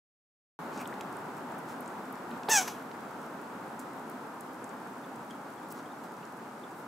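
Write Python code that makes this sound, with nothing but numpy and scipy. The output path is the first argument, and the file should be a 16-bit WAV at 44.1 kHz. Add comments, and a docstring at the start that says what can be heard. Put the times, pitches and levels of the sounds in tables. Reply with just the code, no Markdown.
"""Hedgehog squeak in a garden

A foraging hedgehog gives one short, sharp squeak that falls in pitch: uneven vocal pulses
ring its throat and mouth while air rasps past the teeth. Its mouth opens with a few low pops
and puffs follow the call. Dry stalks tick, leaves brush its spines and something twitters
far off. Nearby walls return a short tail, over a slowly fading bed of distant traffic."""
import sys
import numpy as np
from scipy import signal
from scipy.fft import rfft, irfft
from scipy.io import wavfile

SR = 44100
rng = np.random.default_rng(int(sys.argv[2]) if len(sys.argv) > 2 else 0)


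def wav_out(sig):
    """Save sig, one row per channel (or a flat mono array), as 16-bit PCM at SR to the path in sys.argv[1]."""
    wavfile.write(sys.argv[1], SR, np.round(np.clip(np.atleast_2d(sig).T, -1, 1) * 32767).astype(np.int16))


N = 302967
TIME = np.arange(N) / SR
START_S = .59  # silence until here

# broad tone colour of the throat: (frequency [Hz], gain [dB])
THROAT_EQ = [(400, -18), (750, 4), (1150, -1), (1700, 3.5), (2450, -1), (3300, -5.5), (4300, -11.5),
             (5300, -7), (6600, -1.5), (8000, -5), (9100, -33), (10500, -14), (13000, -23), (15100, -13),
             (15800, -16)]
# sharp resonances of the open mouth: (centre [Hz], width [Hz], gain [dB])
MOUTH_RESONANCES = [(5750, 330, 0), (6260, 330, 1.5), (7593, 354, -1.5)]
# air rushing past the teeth: (frequency [Hz], gain [dB])
RASP_EQ = [(200, -32), (800, 2), (2000, -11), (3400, -4.5), (4300, -14), (6200, -4), (8000, -6), (9200, -8),
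           (10500, -7.5), (15500, -13)]
# the mouth opening and shutting: (time [s], level [dB], ring [Hz], t60 [s])
MOUTH_POPS = [(2.486, -20.5, 845, 0.014), (2.4883, -20.5, 820, 0.014), (2.4924, -19.5, 440, 0.016),
              (2.6795, -31.5, 1820, 0.021), (2.683, -30, 880, 0.024)]
# voiceless puffs, the sharpest a spit: (peak time [s], level [dB], attack [s], t60 [s])
BREATH_PUFFS = [(2.612, -42, .012, .42), (2.6807, -33.5, .006, 0.032), (2.684, -41.5, .018, 0.2)]
# tone colour of the puffs: (frequency [Hz], gain [dB])
PUFF_EQ = [(300, -14), (900, 10), (1900, 1.5), (3400, -2), (4600, -3.5), (6000, 3), (8000, -6), (12500, -2),
           (15500, -16)]
# dry stalks snapping: (time [s], peak level [dB], centre [Hz], width [octaves])
STALK_TICKS = [(.8565, -36, 2880, .3), (.875, -34.5, 9000, .5), (.926, -35.5, 1940, 0.18),
               (.94, -42, 3000, .7), (1.009, -34, 2790, 0.23), (1.0099, -35.5, 6500, 0.98),
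               (1.1681, -40, 9030, .27), (1.5878, -41, 10500, .5), (1.8068, -36, 12500, .4),
               (1.8776, -40, 8050, 0.21), (2.1255, -37.5, 13000, .45), (2.3136, -42.5, 3070, 0.36),
               (2.4333, -40, 3100, 0.76), (2.914, -40.5, 3000, 0.71), (3.7936, -37, 8900, 0.28),
               (3.799, -37, 8500, 1), (4.0976, -39, 11500, .5), (4.4081, -35, 9500, .5),
               (4.642, -39, 8060, .34), (4.6922, -44, 7500, .36), (5.308, -41, 4600, 1),
               (5.6864, -43, 11500, .6), (5.723, -35, 13000, .5)]
# leaves on the spines: (mid time [s], length [s], level [dB], centre [Hz], width [octaves])
LEAF_BRUSHES = [(0.778, 0.14, -55.5, 5000, 0.82), (0.81, 0.082, -52, 2280, 0.25),
                (0.812, 0.044, -53, 9000, 1.2), (1.706, 0.087, -57.5, 6000, 1.14),
                (2.502, .03, -36, 11500, .33), (3.809, 0.044, -58, 8500, .8), (5.716, .04, -50, 10000, 1),
                (5.782, 0.085, -61, 5300, 0.7), (6.048, 0.0485, -60.5, 7000, 1.26),
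                (6.788, .1, -63, 12000, .53)]
# faint twittering far off: (mid time [s], level [dB], centre [Hz])
FAR_CHIRPS = [(5.043, -67, 3440), (5.312, -54, 3260), (5.587, -65, 3270), (5.861, -66, 3300),
              (5.91, -62, 3650), (6.229, -63, 2810), (6.638, -62, 3420)]
# early reflections off the ground and nearby things: (delay [s], level [dB])
EARLY_REFLECTIONS = [(.013, -20), (.024, -20), (.038, -20), (.115, -33)]
# decay of the garden's tail: (frequency [Hz], t60 [s])
TAIL_DECAY = [(500, .5), (2500, 0.68), (6000, 0.3074), (14000, 0.7)]
# tone colour of that tail: (frequency [Hz], gain [dB])
TAIL_EQ = [(700, -48), (1700, -7), (3500, 5), (6500, 3.5), (8000, -4), (11000, 3), (15000, -0.5)]
# murmur of distant traffic: (frequency [Hz], gain [dB])
TRAFFIC_EQ = [(30, -10), (62, -26), (105, -14.5), (150, -7), (205, -2.5), (258, 1), (310, -2.5),
              (440, -5.5), (620, -7), (900, -2), (1080, -6.5), (1400, -7), (1900, -17.5), (3000, -27),
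              (6000, -37.5)]
# microphone hiss: (frequency [Hz], gain [dB])
HISS_EQ = [(500, -16), (5000, 0), (9700, 0.5), (12000, -1.5), (15500, -14)]
# how alike left and right are in the noise beds: (frequency [Hz], correlation [0 to 1])
BED_CORRELATION = [(30, .4), (100, 0.955), (200, 0.99), (380, 0.943), (700, 0.793), (1400, 0.632),
                   (2800, 0.11), (6000, 0.303), (14000, 0.67)]
# the microphone's bass cut and narrow treble notch: (frequency [Hz], gain [dB])
MICROPHONE_EQ = [(30, -22.5), (62, -9.5), (120, 0), (8700, 0), (9120, -12.5), (9550, -2)]
# slight mismatch of the two microphone ports: (frequency [Hz], left minus right [dB])
PORT_TILT = [(200, 0), (700, -0.1), (1300, 1.08), (2400, -1), (4400, 0.6), (8000, -0.2), (15000, 0.5)]

SQUEAK_S, ATTACK_S, HOLD_S, RELEASE_S = 2.492, .028, .062, .053
HOLD_DB, ONSET_DB, END_DB = -24, -5.5, -12.5  # onset and end are relative to the hold
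ONSET_HZ, STRAIN_HZ, BREAK_HZ, SLACK_HZ = 850, 945, 880, 728
BREAK_S, SAG_S = .029, .102  # time into the squeak where it breaks; length of the fall
RASP_DB, RASP_PER_DB = -10, .47  # air against tone at full effort; its rise per dB of effort lost


def squeak(jitter_cycles=.024, shimmer=1.96, brighten=.86, smear=.128):
    """Uneven vocal pulses ring the throat and mouth; air rasps through, more so at low effort."""
    corners = np.cumsum([0, ATTACK_S, HOLD_S, RELEASE_S])
    t = np.arange(0, corners[-1], 1 / SR)
    effort_db = np.interp(t, corners, [ONSET_DB, 0, 0, END_DB])
    cycles = np.cumsum(squeak_pitch(t)) / SR
    # each pulse comes a little early or late, which blurs the high overtones most
    phase = 2 * np.pi * (cycles + jitter_cycles * wander(len(t), 180))
    harmonic = np.arange(1, 23)[:, None]
    # the folds close less sharply as the effort drops, and differently on each cycle
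    closure_db = brighten * effort_db + shimmer * np.tanh(wander(len(t), 490))
    weights = amp(closure_db * np.minimum(np.log(harmonic), 2))
    # high overtones lag a little, which smears each pulse
    folds = (weights * np.cos(harmonic * phase - smear * harmonic ** 2)).sum(0)
    mouth = sum(amp(db) * ring(folds, hz, width) for hz, width, db in MOUTH_RESONANCES)
    tone = unit(colour(folds, THROAT_EQ) + mouth)
    air = rng.standard_normal(len(t)) * (1 + .58 * np.cos(phase))
    rasp = amp(RASP_DB - RASP_PER_DB * effort_db) * unit(colour(air, RASP_EQ))
    envelope = amp(HOLD_DB + effort_db) * signal.windows.tukey(len(t), .06)
    return SQUEAK_S, envelope * (tone + rasp)


def squeak_pitch(t):
    """The pitch climbs with the strain, breaks to a lower note, then sinks as the breath runs out."""
    sag = np.clip((t - BREAK_S) / SAG_S, 0, 1)
    climbing = ONSET_HZ + (STRAIN_HZ - ONSET_HZ) * t / BREAK_S
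    sinking = SLACK_HZ + (BREAK_HZ - SLACK_HZ) * np.cos(np.pi * sag / 2) ** 2
    return np.where(t < BREAK_S, climbing, sinking)


def mouth_pop(s, db, hz, t60):
    """A push of air rings the mouth cavity for a few cycles."""
    t = TIME[:SR // 20]
    air = .25 * band(rng.standard_normal(len(t)), hz=1700, octaves=1)
    knock = amp(db - 60 * t / t60) * (np.sin(2 * np.pi * hz * t) + air)
    low_cut = signal.butter(2, 280, "high", fs=SR, output="sos")
    return s, signal.sosfilt(low_cut, knock)


def breath_puff(s, db, attack_s, t60):
    """A soft hiss from the hedgehog's mouth swells and dies away."""
    t = TIME[:SR // 4]
    envelope = np.minimum(t / attack_s, 1) * amp(db - 60 * np.maximum(t - attack_s, 0) / t60)
    return s - attack_s, envelope * unit(colour(rng.standard_normal(len(t)), PUFF_EQ))


def stalk_tick(s, db, hz, octaves, attack_s=.00029, t60=.015):
    """A dry stalk cracks: a noise burst that dies within milliseconds."""
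    t = TIME[:SR // 10]
    envelope = amp(-60 * t / t60) * (1 - np.exp(-t / attack_s))
    burst = band(rng.standard_normal(len(t)), hz, octaves) * envelope
    return s, amp(db) * burst / abs(burst).max()


def stray_ticks(count=14, level_db=-48, spread_db=4, low_hz=5500, high_hz=13000, octaves=.49):
    """Cues for fainter stalks that snap at random throughout the foraging."""
    when, strength, height = rng.random((count, 3)).T
    s = START_S + when * (TIME[-1] - START_S)
    db = level_db + spread_db * (2 * strength - 1)
    hz = low_hz * (high_hz / low_hz) ** height
    return [(*cue, octaves) for cue in zip(s, db, hz)]


def brush(s, length_s, db, hz, octaves, grain_db=4):
    """A short swell of fine, uneven grains, as of a leaf dragging over spines."""
    t = TIME[:SR // 3]
    grains = rng.standard_normal(len(t)) * amp(grain_db * wander(len(t), 700))
    swell = np.sin(np.pi * np.minimum(t / length_s, 1))
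    return s - length_s / 2, amp(db) * band(grains, hz, octaves) * swell


def litter(per_s=22, size_db=4, decay_s=.0028, level_db=-73):
    """The ground cover gives tiny crackles underfoot."""
    sizes = amp(size_db * np.minimum(rng.exponential(1, N), 2))
    hits = sizes * (rng.random(N) < per_s / SR)
    envelope = signal.lfilter([1], [1, -np.exp(-1 / (decay_s * SR))], hits)
    return amp(level_db) * band(envelope * rng.standard_normal(N), hz=9230, octaves=.74)


def far_chirp(s, db, hz):
    """One short, scratchy note: the grainy swell squeezed into a narrow band."""
    return brush(s, length_s=.03, db=db, hz=hz, octaves=.078)


def garden_echo(x, tail_db=-16, attack_s=.0071, width=.51):
    """A few early reflections, and a faint stereo tail off the walls and hedges."""
    hz, t, spectra = signal.stft(rng.standard_normal((2, SR // 2)), SR, nperseg=256)
    decay_db = 60 * t / read(TAIL_DECAY, hz)[:, None]
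    spectra = spectra * amp(read(TAIL_EQ, hz)[:, None] - decay_db)
    tail = signal.istft(spectra, SR, nperseg=256)[1]
    tail *= np.minimum(TIME[:tail.shape[1]] / attack_s, 1)
    response = amp(tail_db) * tail / np.linalg.norm(tail[0])
    for k, (delay, db) in enumerate(EARLY_REFLECTIONS):
        response[:, round(delay * SR)] += amp(db) * np.array([1, (-1) ** k / 2])  # alternate sides
    mid, side = signal.oaconvolve(x[None], response, axes=1)[:, :N]
    return x + mid + width * np.array([side, -side])


def traffic(start_db=-39.5, fade_db_per_s=.74, waver_db=.5):
    """A far road murmurs, wavering slightly as the traffic recedes."""
    return noise_bed(TRAFFIC_EQ) * amp(start_db - fade_db_per_s * TIME + waver_db * wander(N, 10.5))


def noise_bed(eq):
    """Coloured stereo noise, narrowest around 200 Hz and wide in the treble."""
    hz = np.fft.rfftfreq(N, 1 / SR)
    mid, side = rfft(rng.standard_normal((2, N))) * amp(read(eq, hz))
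    correlation = read(BED_CORRELATION, hz)
    mid, side = mid * np.sqrt(1 + correlation), side * np.sqrt(1 - correlation)
    return unit(irfft(np.array([mid + side, mid - side]), N))


def amp(db):
    """Decibels to gain."""
    return 10 ** (np.asarray(db) / 20)


def unit(x):
    """Scales to rms 1."""
    return x / np.sqrt(np.mean(x ** 2) + 1e-20)


def read(curve, hz):
    """Reads a curve on a log-frequency axis."""
    f, value = np.transpose(curve)
    return np.interp(np.log(hz + 1), np.log(f), value)


def colour(x, eq, size=4096):
    """Minimum-phase EQ that follows the given curve."""
    log_gain = np.log(amp(read(eq, abs(np.fft.fftfreq(size, 1 / SR)))))
    response = np.fft.ifft(np.exp(np.conj(signal.hilbert(log_gain)))).real
    return signal.oaconvolve(x, response[:size // 2])[:len(x)]


def band(x, hz, octaves):
    """A bell-shaped band around hz, at rms 1."""
    f = np.fft.rfftfreq(len(x), 1 / SR) + 1
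    bell = np.exp(-.5 * (np.log2(f / hz) / octaves) ** 2)
    return unit(irfft(rfft(x) * bell, len(x)))


def ring(x, hz, width_hz):
    """A resonance with gain 1 at its centre."""
    return signal.lfilter(*signal.iirpeak(hz, hz / width_hz, fs=SR), x)


def wander(length, rate_hz):
    """Smooth random modulation at rms 1, rolling off above the given rate."""
    f = np.fft.rfftfreq(length, 1 / SR)
    roll_off = (f > 0) / (1 + (f / rate_hz) ** 4)
    return unit(irfft(rfft(rng.standard_normal(length)) * roll_off, length))


def add(mix, s, sound):
    """Mixes a sound in at time s."""
    part = mix[round(s * SR):][:len(sound)]
    part += sound[:len(part)]


def scene():
    """The hedgehog dead centre in the garden's echo, traffic and hiss all around."""
    bed = traffic() + amp(-64) * noise_bed(HISS_EQ)
    centre = litter()
    add(centre, *squeak())
    layers = [(mouth_pop, MOUTH_POPS), (breath_puff, BREATH_PUFFS), (stalk_tick, STALK_TICKS),
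              (brush, LEAF_BRUSHES), (far_chirp, FAR_CHIRPS), (stalk_tick, stray_ticks())]
    for source, cues in layers:
        for cue in cues:
            add(centre, *source(*cue))
    return garden_echo(centre) + bed


def record(dry, high_cut_hz=15720):
    """Microphone colour, a hard cut-in after a moment of silence, and a steep high cut."""
    coloured = [colour(channel, MICROPHONE_EQ) for channel in dry]
    tilt_db = read(PORT_TILT, np.fft.rfftfreq(N, 1 / SR)) / 2
    ports = irfft(rfft(coloured) * amp([tilt_db, -tilt_db]), N)
    high_cut = signal.firwin(511, high_cut_hz, window=("kaiser", 9), fs=SR)
    return signal.oaconvolve(ports * (TIME >= START_S), high_cut[None], "same")


dry = scene()
out = record(dry)
wav_out(out)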